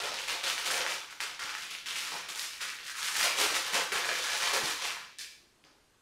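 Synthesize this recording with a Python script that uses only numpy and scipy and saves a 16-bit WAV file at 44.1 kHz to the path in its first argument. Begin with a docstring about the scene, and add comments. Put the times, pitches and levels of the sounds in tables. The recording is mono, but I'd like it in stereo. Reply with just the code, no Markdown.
"""Paper bag unfolded and pulled open by two hands, before an open oven in a hard-walled kitchen.
Creases: random short damped rings in three sizes, levels following the pulls; single buckles add a
ring with a bright edge and set off showers of clicks. Bag radiation and air modes shape them; the
room adds early echoes and a tail of about half a second. Also air puffs, one low thump, and a
floor of rumble and hiss."""
import sys
import numpy as np
from scipy import signal
from scipy.fft import rfft, irfft, next_fast_len
from scipy.io import wavfile
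from scipy.ndimage import uniform_filter1d

SR = 44100
rng = np.random.default_rng(int(sys.argv[2]) if len(sys.argv) > 2 else 0)


def transcribe(u):
    """Save the signal u as a 16-bit wav file named by the first command-line argument.

    u: samples, shape (n,) or (channels, n), limited to [-1, 1]; the rate is SR.
    q: integer samples, one column per channel.
    """
    v = np.clip(np.atleast_2d(u).T, -1, 1)
    q = np.round(v * 32767).astype(np.int16)
    wavfile.write(sys.argv[1], SR, q)


N = 265261  # samples

# pulls or squeezes of the hands: [start t/s, rise t/s, hold t/s, level/dB,
# wide panels re pull level/dB, fine creases re pull level/dB]
PULLS = [(0.0, 0.0011, 0.053, -28.5, -5.5, -13), (0.135, 0.0032, 0.013, -31.5, -9, -12.5),
         (0.185, 0.012, 0.032, -37.5, -19, -8), (0.274, 0.0055, 0.042, -30.5, -7, -9.5),
         (0.432, 0.0021, .01, -28.5, -6, -10.5), (0.458, 0.01, .05, -35.5, -22, -2.5),
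         (0.576, 0.007, 0.052, -33, -16, -11), (0.643, 0.021, 0.085, -33, -1.5, -2),
         (0.76, 0.0079, 0.016, -26, -12, -11.5), (0.865, 0.013, 0.064, -33, -7.5, -9.5),
         (1.099, 0.0082, 0.013, -48, -1.5, -3.5), (1.199, 0.0029, 0.038, -32, -8.5, -9.5),
         (1.39, 0.0035, 0.12, -34.5, -8, -13.5), (1.54, 0.0098, 0.094, -41.5, -6.5, -6),
         (1.695, 0.013, 0.024, -39, -8, -6), (1.856, 0.0033, 0.17, -36.5, -7, -6.5),
         (1.956, 0.0092, 0.2, -40, -3.5, -2.5), (2.109, 0.011, 0.021, -33, -1, -20),
         (2.284, 0.0017, 0.012, -37.5, -4, -2), (2.349, 0.012, 0.094, -39, -5, -0.5),
         (2.52, 0.012, 0.023, -47.5, -18, -1.5), (2.595, 0.026, 0.016, -31.5, -9.5, -8),
         (2.68, 0.0041, 0.0075, -45.5, -10, 2), (2.785, 0.014, 0.011, -41, -4.5, -15),
         (2.83, 0.031, 0.051, -41, -23, -4.5), (2.935, 0.054, 0.057, -34.5, -25, -5),
         (3.027, 0.0031, 0.14, -36, -7, -1.5), (3.129, 0.041, 0.03, -32.5, -7.5, 0.5),
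         (3.179, 0.024, 0.041, -23.5, -8, -9), (3.358, 0.036, 0.041, -25, -11, -6),
         (3.47, 0.017, 0.037, -34, -7, -5), (3.532, 0.0045, 0.035, -30, -28, -4.5),
         (3.639, 0.005, 0.038, -32, -32, -10), (3.72, 0.017, 0.039, -27.5, -5, -5.5),
         (3.916, 0.0043, 0.058, -28, -5.5, -8), (4.04, 0.019, 0.13, -31, -5, -9),
         (4.217, 0.0059, 0.2, -29, -13, -9), (4.419, 0.0049, 0.094, -27.5, -11, -11),
         (4.528, 0.007, 0.015, -26.5, -6.5, -5), (4.63, 0.0087, 0.063, -29.5, -12, -7.5),
         (4.74, 0.027, 0.087, -36.5, -15, -11.5), (4.809, 0.018, 0.071, -34, -2.5, -8),
         (5.186, 0.0027, 0.026, -46, -54, 0), (5.636, 0.0027, 0.014, -59, 14, -13.5)]
# fall of level after the hold, as the paper comes to rest
SETTLE_DB_PER_S, WIDE_SETTLE_DB_PER_S, FINE_SETTLE_DB_PER_S = 100.5, 98, 178

# crease sizes: [lowest f/Hz, highest f/Hz, mean rate/(clicks per s), ring/cycles,
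# size spread level/dB, level re pull/dB]
WIDE_PANELS = (150, 854, 500, 4, 3, -4.5)
FOLDS = (903, 5957, 1801, 3, 1, -7)
FINE_FIBRES = (5995, 14000, 1589.5, 0.5, -2.5, 4.5)
# air pushed out of the bag: [columns as crease sizes]
AIR_PUFFS = (36, 168, 72, 2.5, -1.5, -36.5)

# single loud buckles, before radiation and room: [t/s, ring peak level/dB, ring f/Hz,
# edge peak re ring level/dB]
LOUD_BUCKLES = [(0.0396, -21, 2540, -13), (0.092, -24, 4220, -7), (0.118, -23, 3580, -11),
                (0.1884, -21, 2200, -17), (0.2388, -24, 2500, -17), (0.2704, -24, 4390, -4),
                (0.2846, -17, 2450, -12), (0.2978, -17, 2540, -19), (0.3284, -20, 2070, -13),
                (0.3488, -23, 3530, -5), (0.4114, -26, 2670, -20), (0.4396, -17, 2410, -5),
                (0.463, -18, 4310, -7), (0.4716, -17, 2580, -12), (0.5007, -15, 2890, -10),
                (0.5799, -17, 2020, -13), (0.6485, -22, 4740, -6), (0.661, -19, 2710, -13),
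                (0.6774, -20, 2840, -10), (0.7042, -15, 1640, -12), (0.7103, -18, 5380, -4),
                (0.7434, -15, 2580, -13), (0.808, -18, 2670, -13), (0.8646, -13, 1720, -17),
                (0.8702, -22, 1080, -16), (0.9049, -22, 2670, -4), (0.9218, -19, 2450, -15),
                (1.1007, -34, 1980, -13), (1.1269, -30, 1340, -15), (1.2045, -16, 2110, -15),
                (1.2273, -21, 2450, -13), (1.3947, -27, 1640, -5), (1.4226, -26, 1850, -8),
                (1.4933, -24, 2070, -17), (1.5412, -27, 2500, -6), (1.551, -19, 1720, -20),
                (1.6232, -22, 4870, -9), (1.6976, -29, 2200, -15), (1.7506, -28, 1980, -8),
                (1.7866, -30, 3960, -10), (1.8601, -25, 2710, -14), (1.8856, -23, 3230, -16),
                (1.9089, -23, 2840, -14), (1.9579, -21, 2330, -12), (2.1201, -26, 900, -10),
                (2.2912, -22, 3270, -5), (2.3502, -22, 3490, -8), (2.3953, -14, 4010, -7),
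                (2.534, -27, 4180, -14), (2.6076, -26, 1890, -6), (2.6941, -24, 2280, -10),
                (2.7352, -29, 1460, -11), (2.7878, -29, 1980, -20), (2.8311, -33, 3490, -11),
                (2.8662, -29, 3320, -5), (2.8729, -28, 8900, -8), (2.8971, -25, 1550, -11),
                (2.9542, -26, 1590, -16), (2.9824, -24, 2670, -11), (3.0295, -16, 4010, -6),
                (3.0784, -21, 3140, -2), (3.1554, -18, 1810, -4), (3.229, -17, 2400, -10),
                (3.2514, -15, 4570, -13), (3.3185, -18, 2450, -16), (3.5045, -18, 1460, -5),
                (3.5455, -18, 2110, -10), (3.5667, -16, 1590, -11), (3.7615, -17, 3000, -10),
                (3.9202, -19, 2580, -9), (4.0399, -20, 1890, -15), (4.0473, -18, 1940, -11),
                (4.0911, -15, 1810, -20), (4.1151, -19, 1940, -8), (4.1535, -22, 1980, -10),
                (4.2407, -19, 5470, -7), (4.334, -18, 2930, -7), (4.4252, -16, 1810, -14),
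                (4.4735, -16, 3360, -16), (4.5631, -16, 1770, -9), (4.8172, -26, 2280, -16),
                (4.843, -21, 2580, -9), (4.8529, -19, 2020, -7), (4.969, -28, 1050, -15),
                (5.0132, -32, 1640, -18), (5.0489, -35, 2890, -15), (5.1865, -22, 8500, -6),
                (5.1934, -29, 4690, -6), (5.2097, -30, 1750, -8), (5.246, -31, 2330, -12),
                (5.3106, -39, 3700, -13), (5.6404, -42, 2500, -10)]
# lesser buckles at random moments; peak is relative to the pull level
LESSER_PER_S, LESSER_MAX_DB, LESSER_SPREAD_DB = 4, 6, 6
LESSER_LOW_HZ, LESSER_HIGH_HZ, LESSER_EDGE_DB = 1500, 5130, -10

# free-hanging paper, corner below which the held bag radiates poorly: [t/s, f/Hz]
FREE_PAPER = [(0, 326), (.4, 480), (.9, 362), (1.2, 656), (2.0, 850), (2.15, 515), (2.5, 920), (2.95, 915),
              (3.4, 260), (3.8, 300), (4.4, 470), (4.669, 110), (4.8, 534), (5.1, 614), (5.22, 1520),
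              (5.6, 880)]
# pitch coloured by the patch under the fingers: [t/s, f/Hz, lift level/dB]
FINGER_PATCH = [(0.2, 2400, -0.5), (.5, 3040, 0), (.9, 1110, 1.5), (1.12, 1300, 2.5), (1.25, 2930, -0.5),
                (1.42, 1080, 4), (1.58, 1820, 2), (1.75, 3030, 4), (1.95, 3160, 2), (2.14, 1000, 2),
                (2.4, 4080, -1.5), (2.62, 1720, 4.5), (2.82, 2000, 1.5), (2.97, 1450, 4.5), (3.2, 1890, 0),
                (3.6, 2520, 1), (3.77, 985, 3), (4.08, 1630, 1.5), (4.3, 1100, -1.5), (4.57, 1000, 1.5),
                (4.85, 3500, 1.5), (5.02, 980, 2), (5.22, 4730, 4.5), (5.5, 4700, 2), (5.7, 4850, 7)]
PATCH_OCTAVES = 0.53
# air in the bag, folded shut: [f/Hz, width f/Hz, lift level/dB]
SHUT_BAG_MODES = [(496, 20, 5), (663, 17, 10.5), (850, 32, 6)]
# air in the bag, mouth open: [f/Hz, width f/Hz, lift level/dB]
OPEN_BAG_MODES = [(1020, 70, 7), (1720, 150, 8), (2330, 100, 6)]
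# how clearly the open mouth rings: [t/s, factor on the open-bag lift in dB]
OPEN_MOUTH = [(1.0, 0.0), (3.0, .1), (3.7, .35), (4.9, .35), (5.03, .7), (5.2, 1.4), (5.3, 1.2), (5.55, .3)]

# air modes of open oven and bag, in the room answer: [f/Hz, width f/Hz, level/dB]
CAVITY_MODES = [(341, 33, -6), (516.5, 46, 7), (686, 36, 1.5), (850, 16, 2), (1024, 52, -3.5),
                (1200, 180, -8), (1680, 23, -15.5), (2366, 96, -11.5)]
# room decay: [f/Hz, t60/s]
KITCHEN_T60 = [(150, 0.5), (600, 0.18), (1800, 0.48), (4500, 0.57), (9000, 0.49), (15000, 0.58)]
# early echoes: [delay t/s, level/dB]
EARLY_ECHOES = [(.0052, -16), (.0095, -36), (0.018, -26), (0.025, -29.5)]
# room tail: [f/Hz, left-right likeness (0 to 1)]
TAIL_LIKENESS = [(40, 0.18), (300, 0.86), (1000, 0.71), (2500, 0.49), (6000, 0.31), (14000, 0.15)]
# microphone response: [f/Hz, level/dB]
MIC_RESPONSE = [(60, -52), (130, -9), (250, -9), (310, -1.5), (400, -2), (800, -5.5), (1500, -2.5),
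                (3000, 0.5), (6000, -1.2), (10000, -6.5), (15500, -17)]

# rumble and hiss, spectrum shape: [f/Hz, relative level/(dB per Hz)]
FLOOR_SPECTRUM = [(15, -26), (25, 1), (126, -1), (267, -2), (368, -0.5), (537, -4.5), (1140, -6),
                  (9050, -16), (13900, -24), (15500, -46)]
FLOOR_RMS_DB = -64.5
# rumble and hiss: [f/Hz, left-right likeness (0 to 1)]
FLOOR_LIKENESS = [(60, 0.052), (1000, 0.018)]
# rumble and hiss: [f/Hz, left re right level/dB]
FLOOR_BALANCE = [(30, -6), (100, -3), (250, -0.5)]

# jolt of the whole bag: [t/s, peak level/dB, ring f/Hz, ring/cycles]
BAG_THUMP = (4.635, -42.5, 148, 5.5)
BAND_LIMIT_HZ = 15750


def gain_of(db):
    """Decibels to an amplitude factor."""
    return 10 ** (np.asarray(db) / 20)


def evened(x):
    """Scales to rms 1."""
    return x / np.sqrt(np.mean(x ** 2) + 1e-20)


def read(points, hz):
    """Interpolates a table on a log-frequency axis."""
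    f_hz, value = np.transpose(points)
    return np.interp(np.log(hz + 1), np.log(f_hz + 1), value)


def pair(a, b, likeness):
    """Mixes two independent signals into channels of the given likeness."""
    likeness = np.clip(likeness, -1, 1)
    return np.array([a, likeness * a + np.sqrt(1 - likeness ** 2) * b])


def effort(levels_db, settle_db_per_s):
    """Power sum of all pulls in dB: each rises, holds, then settles at a steady dB rate."""
    t_s = np.arange(0, N, 32) / SR
    power = 1e-12
    for (start_s, rise_s, hold_s, *_), db in zip(PULLS, levels_db):
        rising = np.clip((t_s - start_s) / max(rise_s, 1e-3), 0, 1)
        settled_db = settle_db_per_s * np.maximum(t_s - start_s - rise_s - hold_s, 0)
        power = power + (rising * gain_of(db - settled_db)) ** 2
    return np.interp(np.arange(N) / SR, t_s, 10 * np.log10(power))


def buckle(hz, cycles, phase):
    """A crease flips over: sudden start, then a ring damped by the paper within a few cycles."""
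    u = np.arange(int(6 * cycles * SR / hz) + 8) * hz / SR  # time in cycles
    ring = np.sin(2 * np.pi * (u + phase)) * np.exp(-2.5 * u / cycles)
    click = ring * np.minimum(u / 0.15, 1)
    return click - click.mean()


def crackle(kind, level_db, clumps, count=12):
    """Sparse clicks of one size, from places spread across the bag, bunched in clumps."""
    low_hz, high_hz, per_s, cycles, spread_db, kind_db = kind
    size = gain_of(spread_db * np.minimum(rng.exponential(1, N), 3))
    size = size * rng.choice([-1., 1.], N)
    size = size * (rng.random(N) < per_s * clumps / SR)
    which = rng.integers(0, count, N)
    out = np.zeros((2, N))
    for k, hz in enumerate(np.geomspace(low_hz, high_hz, count)):
        click = buckle(hz, cycles, rng.random())
        # each place works in spells, 12 random levels per s
        busy = np.interp(np.arange(N) / SR * 12, np.arange(80), rng.standard_normal(80))
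        size_here = size * (which == k) * gain_of(2.2 * busy)
        train = signal.oaconvolve(size_here, click / np.linalg.norm(click))[:N]
        # off-centre places: one sample between channels
        out += [train, np.roll(train, (0, 1, 0, -1)[k % 4])]
    return gain_of(kind_db + level_db) * evened(out)


def buckle_rows(pull_db):
    """Loud buckles plus random lesser ones whose peaks follow the pull; columns as LOUD_BUCKLES."""
    when, pitch, size = rng.random((200, 3)).T
    t_s = np.cumsum(-np.log(1 - when) / LESSER_PER_S)
    db = np.interp(t_s, np.arange(N) / SR, pull_db) + LESSER_MAX_DB - LESSER_SPREAD_DB * size
    hz = LESSER_LOW_HZ * (LESSER_HIGH_HZ / LESSER_LOW_HZ) ** pitch
    lesser = [(*row, LESSER_EDGE_DB) for row in zip(t_s, db, hz) if row[0] < N / SR]
    return list(LOUD_BUCKLES) + lesser


def clumping(rows):
    """Click-rate factor, mean 1: random bunching times a decaying shower after each buckle."""
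    triggers = np.zeros(N + SR)
    at = [round((row[0] + .002) * SR) for row in rows]
    triggers[at] = np.where(np.arange(len(rows)) < len(LOUD_BUCKLES), 1, .4)
    showers = signal.oaconvolve(triggers, np.exp(-np.arange(4000) / SR / .018))[:N]
    slow_noise = uniform_filter1d(uniform_filter1d(rng.standard_normal(N), 200), 200)
    clumps = gain_of(1.5 * evened(slow_noise)) * (1.6 + showers)
    return clumps / clumps.mean()


def snaps(rows):
    """Each buckle: a ring at its own pitch under a sharp bright edge at 6.5 to 10.5 kHz."""
    out = np.zeros((2, N + SR))
    chance = rng.random((300, 3))
    for (t_s, db, hz, edge_db), (phase, edge_pitch, side) in zip(rows, chance):
        at = round(t_s * SR)
        ring = buckle(hz, 2.0, .2 * phase)
        edge = buckle(6500 + 4000 * edge_pitch, 3.5, phase)
        ring = ring / abs(ring).max()
        edge = gain_of(edge_db) * edge / abs(edge).max()
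        pan_db = 3.0 * (side - .5) * np.array([[1], [-1]])
        for click in (ring, edge):
            out[:, at:at + len(click)] += gain_of(db + pan_db) * click
    return out[:, :N]


def air_puffs(pull_db, clumps):
    """Low damped pulses of air pushed from the bag; partly independent channels."""
    a, b = [crackle(AIR_PUFFS, pull_db + db, clumps, count=3)[0] for db in (-3, 2)]
    return np.array([a + 0.22 * b, b])


def rustle():
    """Three crease sizes, lesser buckles and air puffs follow the pulls; loud buckles have their
    own times and levels; returns creases, puffs."""
    db, wide_db, fine_db = np.transpose(PULLS)[3:]
    pull_db = effort(db, SETTLE_DB_PER_S)
    rows = buckle_rows(pull_db)
    clumps = clumping(rows)
    creases = crackle(WIDE_PANELS, effort(db + wide_db, WIDE_SETTLE_DB_PER_S), clumps)
    creases += crackle(FOLDS, pull_db, clumps)
    creases += crackle(FINE_FIBRES, effort(db + fine_db, FINE_SETTLE_DB_PER_S), clumps)
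    return creases + snaps(rows), air_puffs(pull_db, clumps)


def lift_db(modes, hz):
    """Sum of bell-shaped resonance lifts in dB."""
    return sum(db / (1 + (2 * (hz - f) / width) ** 2) for f, width, db in modes)[:, None]


def radiate(x):
    """Bag radiation: shelf below the free-paper corner, patch pitch and bag-air resonances."""
    hz, t_s, z = signal.stft(x, SR, nperseg=1024, noverlap=768)
    point_s, corner_hz = np.transpose(FREE_PAPER)
    octaves = np.log2((hz[:, None] + 1) / np.interp(t_s, point_s, corner_hz))
    shelf_db = -14 / (1 + np.exp(3.7 * octaves))
    point_s, patch_hz, patch_db = np.transpose(FINGER_PATCH)
    apart = np.log2((hz[:, None] + 1) / np.interp(t_s, point_s, patch_hz)) / PATCH_OCTAVES
    finger_db = np.interp(t_s, point_s, patch_db) * np.exp(-apart ** 2)
    mouth = np.interp(t_s, *np.transpose(OPEN_MOUTH))
    air_db = lift_db(SHUT_BAG_MODES, hz) * np.maximum(1 - mouth, 0)
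    air_db = air_db + lift_db(OPEN_BAG_MODES, hz) * mouth
    z = z * gain_of(shelf_db + finger_db + air_db)
    return signal.istft(z, SR, nperseg=1024, noverlap=768)[1][:, :N]


def tail():
    """Early echoes from counter and oven, then dense taps with a decay time per band."""
    taps = np.zeros((2, SR))
    at = np.arange(200, SR - 40, 20) + rng.integers(0, 20, (2, (SR - 221) // 20))
    np.put_along_axis(taps, at, rng.choice([-1., 1.], at.shape), 1)
    taps = taps * np.minimum(np.arange(SR) / SR / 0.0017, 1)  # reverberant field builds up
    hz, t_s, z = signal.stft(taps, SR, nperseg=512)
    z = pair(z[0], z[1], read(TAIL_LIKENESS, hz)[:, None])
    z = z * gain_of(-60 * t_s / read(KITCHEN_T60, hz)[:, None])
    out = signal.istft(z, SR, nperseg=512)[1]
    out = out / np.linalg.norm(out, axis=1, keepdims=True)
    for delay_s, db in EARLY_ECHOES:
        out[[0, 1], round(delay_s * SR) + rng.integers(0, 4, 2)] += gain_of(db)
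    return out


def kitchen(x, count=5):
    """Room answer: crossfades among tails as creases move over the bag, through the air modes."""
    place = np.arange(N) / SR * 25 % count  # 25 places per s
    size = next_fast_len(N + SR)
    hz = np.fft.rfftfreq(size, 1 / SR)
    modes = 1 + sum(gain_of(db) / (1 + 2j * (hz - f) / width) for f, width, db in CAVITY_MODES)
    wet = 0
    for k in range(count):
        distance = abs((place - k + count / 2) % count - count / 2)
        weight = np.sin(np.pi / 2 * np.clip(1 - distance, 0, 1))
        wet = wet + rfft(x.mean(0) * weight, size) * rfft(tail(), size)
    return irfft(wet * modes, size)[:, :N]


def floor():
    """Low rumble and hiss: shaped random spectra, slightly patchy in time and frequency."""
    frames, hz = N // 256 + 5, np.fft.rfftfreq(1024, 1 / SR)
    a, b, c, d, patches = rng.standard_normal((frames, 513, 5)).T
    patches = evened(uniform_filter1d(uniform_filter1d(patches, 8, 0), 14, 1))
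    z = pair(a + 1j * b, c + 1j * d, read(FLOOR_LIKENESS, hz)[:, None])
    z = z * gain_of(read(FLOOR_SPECTRUM, hz)[:, None] + 1.5 * patches)
    z = z * gain_of(np.outer([.5, -.5], read(FLOOR_BALANCE, hz)))[:, :, None]
    noise = signal.istft(z, nperseg=1024, noverlap=768)[1][:, :N]
    return gain_of(FLOOR_RMS_DB) * evened(noise)


def thump():
    """The whole bag jolts under the hand: one low, soft damped ring."""
    t_s, db, hz, cycles = BAG_THUMP
    jolt, out = buckle(hz, cycles, 0), np.zeros(N)
    out[round(t_s * SR):][:len(jolt)] = gain_of(db) * jolt / abs(jolt).max()
    return out


def scene():
    """Bag and room through the microphone response, plus puffs, thump and floor."""
    creases, puffs = rustle()
    bag = radiate(creases)
    size = next_fast_len(N + SR)
    response = gain_of(read(MIC_RESPONSE, np.fft.rfftfreq(size, 1 / SR)))
    coloured = irfft(rfft(bag + kitchen(bag), size) * response, size)[:, :N]
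    return coloured + puffs + thump() + floor()


def record(dry):
    """Low-pass band limit."""
    low_pass = signal.firwin(511, BAND_LIMIT_HZ, window=("kaiser", 9), fs=SR)
    return signal.oaconvolve(dry, low_pass[None], "same")


dry = scene()
out = record(dry)
transcribe(out)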